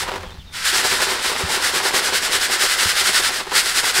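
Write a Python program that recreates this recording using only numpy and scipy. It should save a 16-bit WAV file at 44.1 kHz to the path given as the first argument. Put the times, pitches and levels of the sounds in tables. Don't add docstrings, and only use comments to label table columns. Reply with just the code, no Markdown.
import sys
import numpy as np
from scipy import signal
from scipy.fft import rfft, irfft
from scipy.io import wavfile

SR = 44100
rng = np.random.default_rng(int(sys.argv[2]) if len(sys.argv) > 2 else 0)


def generate_wav(signal):
    frames = np.transpose(np.atleast_2d(signal))
    scaled = np.clip(frames, -1, 1) * 32767
    pcm = np.round(scaled).astype(np.int16)
    wavfile.write(sys.argv[1], SR, pcm)


N = 176400
T = np.arange(N) / SR
FULL_FLOW_DB = -28


def amp(db):
    return 10 ** (np.asarray(db) / 20)


def unit(x):
    return x / np.sqrt(np.mean(x ** 2) + 1e-20)


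def level(points):
    return amp(np.interp(T, *np.transpose(points)))


def wander(top_hz):
    rolloff = 1 + (np.fft.rfftfreq(N, 1 / SR) / top_hz) ** 4
    return unit(irfft(rfft(rng.standard_normal(N)) / rolloff, N))


def convolve(x, taps):
    return signal.oaconvolve(x, taps / np.linalg.norm(taps))[:N]


def colour(x, points, size=4096):
    hz, db = np.transpose(points)
    bin_hz = abs(np.fft.fftfreq(size, 1 / SR))
    log_gain = np.log(amp(np.interp(np.log(bin_hz + 1), np.log(hz), db)))
    response = np.exp(np.conj(signal.hilbert(log_gain)))
    return convolve(x, np.fft.ifft(response).real)


def impacts(per_s, spread_db):
    sizes = amp(spread_db * np.minimum(rng.exponential(1, N), 4))
    signs = rng.choice([-1., 1.], N)
    struck = rng.random(N) < per_s / SR
    return unit(sizes * signs * struck / np.sqrt(per_s))


# f/Hz, relative level/dB
AIR_SPECTRUM = [(30, 0), (400, -23.5), (4500, -21.5), (15000, -49)]


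def air(level_db=-46.5):
    return amp(level_db) * colour(rng.standard_normal(N), AIR_SPECTRUM)


# t/s, level/dB
RUMBLE_ENVELOPE = [(0, -38.5), (.68, -44.5), (1.1, -47.5), (4, -55)]
# f/Hz, relative level/dB
RUMBLE_SPECTRUM = [(15, -37), (39, -1), (56, -7.5), (84, 2), (125, -17.5), (185, -8), (450, -44.5)]


def handling():
    return level(RUMBLE_ENVELOPE) * colour(rng.standard_normal(N), RUMBLE_SPECTRUM)


def coop(x, t60_s=0.078, echoes_per_s=2000, gap_s=.004):
    t = T[:SR // 3]
    signs = rng.choice([-1., 1.], len(t))
    arrivals = (rng.random(len(t)) < echoes_per_s / SR) * (t > gap_s)
    return convolve(x, signs * arrivals * amp(-60 * t / t60_s))


# t/s, length/s, level/dB, start f/Hz, end f/Hz
CHICK_PEEPS = [(0.246, 0.062, -41, 3430, 3070), (0.28, 0.107, -50.5, 4130, 3900),
               (0.294, 0.032, -46, 3650, 3550), (0.385, 0.044, -42, 3730, 2740),
               (.446, .09, -49, 3810, 3580)]


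def chicks(roughness=0.54, fuzz_hz=160, sag=1.28):
    out = np.zeros(N)
    for start_s, length_s, db, first_hz, last_hz in CHICK_PEEPS:
        progress = np.clip((T - start_s) / length_s, 0, 1)
        hz = last_hz + (first_hz - last_hz) * (1 - progress) ** sag
        whistle = np.exp(2j * np.pi * np.cumsum(hz) / SR)
        fuzz = 1 - roughness + roughness * (wander(fuzz_hz) + 1j * wander(fuzz_hz))
        envelope = np.sqrt(abs(np.sin(np.pi * progress)))
        out += amp(db) * envelope * (fuzz * whistle).real
    return out


# t/s, level/dB, f/Hz
FLEX_THUMPS = [(.262, -29, 41.5), (0.376, -28.5, 67), (1.429, -20.5, 81), (2.85, -26, 87)]


def thumps(rise_s=0.012, overtone_ratio=2.14, overtone_db=-6.5):
    out = np.zeros(N)
    for start_s, db, hz in FLEX_THUMPS:
        t = np.maximum(T - start_s, 0)
        swell = (t / rise_s * np.exp(1 - t / rise_s)) ** 2
        phase = 2 * np.pi * hz * t
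        out += amp(db) * swell * (np.sin(phase) + amp(overtone_db) * np.sin(overtone_ratio * phase))
    return out


# t/s, relative level/dB
STRAY_HITS = [(0.091, -29), (.1201, -40), (0.16, -28), (.2308, -31)]


def strays(decay_s=.001, band_hz=(2500, 12000)):
    envelope = sum(amp(db) * (T >= s) * np.exp(-abs(T - s) / decay_s) for s, db in STRAY_HITS)
    bandpass = signal.butter(2, band_hz, "band", fs=SR, output="sos")
    return signal.sosfilt(bandpass, envelope * rng.standard_normal(N))


# t/s, relative level/dB
CLUMP_HITS = [(0.12, -30), (0.157, -26.5), (0.232, -33), (0.728, -23), (0.831, -26.5), (0.847, -20.5),
              (.915, -24), (1.068, -24), (1.149, -26.5), (1.317, -30), (1.496, -25.5), (1.735, -26.5),
              (1.811, -26.5), (1.854, -25.5), (1.937, -22), (2.078, -27), (2.123, -22.5), (2.291, -32),
              (2.352, -25), (2.609, -32), (2.637, -22), (2.825, -32), (3.012, -26), (3.091, -24.5),
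              (3.195, -28.5), (3.468, -29), (3.517, -23.5), (3.551, -27), (3.66, -29), (3.984, -22)]
# f/Hz, relative level/dB, t60/s
FLOOR_MODES = [(173, -13, 0.12), (400.7, 4, 0.079), (525.4, -4.5, 0.087), (624, -3.5, 0.045),
               (752, -2.5, 0.073), (960, 8.5, 0.01)]


def blows(rise_s=0.0016, detune=0.0082, gain_db=-2):
    out, t = np.zeros(N + SR), T[:SR // 5]
    attack = 1 - np.exp(-t / rise_s)
    for start_s, clump_db in CLUMP_HITS:
        tunings = 1 + detune * rng.standard_normal(len(FLOOR_MODES))
        ring = sum(amp(db - 60 * t / t60_s) * np.sin(2 * np.pi * hz * tuning * t)
                   for (hz, db, t60_s), tuning in zip(FLOOR_MODES, tunings))
        out[round(start_s * SR):][:len(t)] += amp(gain_db + clump_db) * attack * ring
    return out[:N]


# t/s, relative level/dB
PATTER_ENVELOPE = [(0, -32), (.085, -31), (.15, -35.5), (.32, -45.5), (.43, -64), (.52, -53.5), (.72, -46),
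                   (.745, -32.5), (1.95, -30.5), (2.95, -37), (3.38, -33.5), (3.455, -42), (3.505, -33),
                   (3.6, -38.5), (4, -33)]
# f/Hz, relative level/dB
KNOCK_SPECTRUM = [(60, -30.5), (225, -5.5), (300, -6), (420, 3.5), (670, -2), (800, 2), (2600, -5.5),
                  (5000, -13), (15000, -36)]


def patter(full_per_s=1300, bunch_db=3, bunch_hz=34.8, clump_decay_s=0.016, knock_db=1.5, ring_db=-8):
    fall = level(PATTER_ENVELOPE)
    per_s = full_per_s * np.sqrt(np.minimum(fall / amp(FULL_FLOW_DB), 1))
    grains = unit(impacts(per_s, spread_db=1) * amp(bunch_db * wander(bunch_hz)))
    bursts = sum(amp(db) * (T >= s) * np.exp(-abs(T - s) / clump_decay_s) for s, db in CLUMP_HITS)
    hits = fall * grains + amp(-2.5) * bursts * impacts(per_s=2500, spread_db=1)
    t = T[:SR // 5]
    ring = sum(amp(db - 60 * t / t60_s) / np.sqrt(t60_s) * np.cos(2 * np.pi * hz * t)
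               for hz, db, t60_s in FLOOR_MODES)
    return amp(knock_db) * colour(hits, KNOCK_SPECTRUM) + amp(ring_db) * convolve(hits, ring)


# crest t/s, relative level/dB, half length/s
PAN_STROKES = [(.01, -25, 0.024), (0.563, -34.5, 0.026), (0.656, -21, 0.0039), (0.678, -19, 0.026),
               (0.772, -19, 0.037), (0.859, -20, 0.019), (0.923, -21.5, 0.05), (1.03, -19, 0.022),
               (1.114, -24, 0.03), (1.274, -22.5, 0.041), (1.4, -27.5, 0.025), (1.537, -21.5, 0.035),
               (1.662, -19.5, 0.034), (1.768, -20, 0.026), (1.867, -20.5, 0.028), (1.97, -17, 0.024),
               (2.063, -21, 0.029), (2.16, -18, 0.023), (2.251, -21, 0.025), (2.347, -17.5, 0.025),
               (2.438, -19, 0.026), (2.534, -19.5, 0.024), (2.635, -17.5, 0.033), (2.717, -18.5, 0.031),
               (2.823, -18, 0.035), (2.899, -18.5, 0.025), (2.992, -18, 0.032), (3.075, -17, 0.027),
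               (3.168, -16, 0.031), (3.26, -19, 0.029), (3.361, -26, 0.037), (3.579, -15, 0.03),
               (3.682, -21.5, 0.04), (3.779, -17, 0.027), (3.875, -18.5, 0.033), (3.976, -16.5, 0.026)]


def surges(steepness=2.54, trail_db=-17, trail_s=0.055):
    power = np.zeros(N)
    for crest_s, db, half_s in PAN_STROKES:
        t = T - crest_s
        crest = np.exp(-abs(t / half_s) ** steepness)
        trail = amp(trail_db) ** 2 * np.exp(-abs(t - half_s) / trail_s) * (t > 0)
        power += amp(db) ** 2 * (crest + trail)
    return np.sqrt(power)


# t/s, relative level/dB
SLIDE_ENVELOPE = [(0, -37), (.12, -40.5), (.3, -53), (.5, -76), (.525, -45), (.555, -29), (.7, -23.5),
                  (1.2, -27), (3.4, -27.5), (3.46, -39.5), (3.53, -28), (4, -34)]
# f/Hz, relative level/dB
RUSH_SPECTRUM = [(100, -23), (400, -20.5), (750, -12.5), (1150, -7), (1450, 1.5), (1820, 0.7), (2100, -1),
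                 (2400, -4.5), (3100, -2.5), (5200, -3), (5900, -8), (6700, -9.5), (7800, -7.5),
                 (9600, -10.5), (12500, -18.5), (15800, -26)]


def rush(full_per_s=20000, thinning=1.3, treble_hz=6000, slide_treble_db=-3, surge_treble_db=2.5):
    slide, surge = level(SLIDE_ENVELOPE), surges()
    flow = np.hypot(slide, surge)
    treble_flow = np.hypot(slide * amp(slide_treble_db), surge * amp(surge_treble_db))
    density = np.clip(flow / amp(FULL_FLOW_DB), .02, 1) ** thinning
    grains = impacts(full_per_s * density, spread_db=3.5)
    treble = signal.sosfiltfilt(signal.butter(2, treble_hz, "high", fs=SR, output="sos"), grains)
    return amp(1) * colour((grains - treble) * flow + treble * treble_flow, RUSH_SPECTRUM)


def scene(pan_send_db=-14.5, peep_send_db=-0.5):
    pan = rush() + patter() + blows()
    peeps = chicks()
    direct = air() + handling() + peeps + thumps() + strays() + pan
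    reflections = coop(amp(pan_send_db) * pan + amp(peep_send_db) * peeps)
    return (direct + reflections)[None]


def record(dry):
    edge_hz = 15800
    lowpass = signal.firwin(511, edge_hz, window=("kaiser", 9), fs=SR)
    return signal.oaconvolve(dry, lowpass[None], "same")


dry = scene()
out = record(dry)
generate_wav(out)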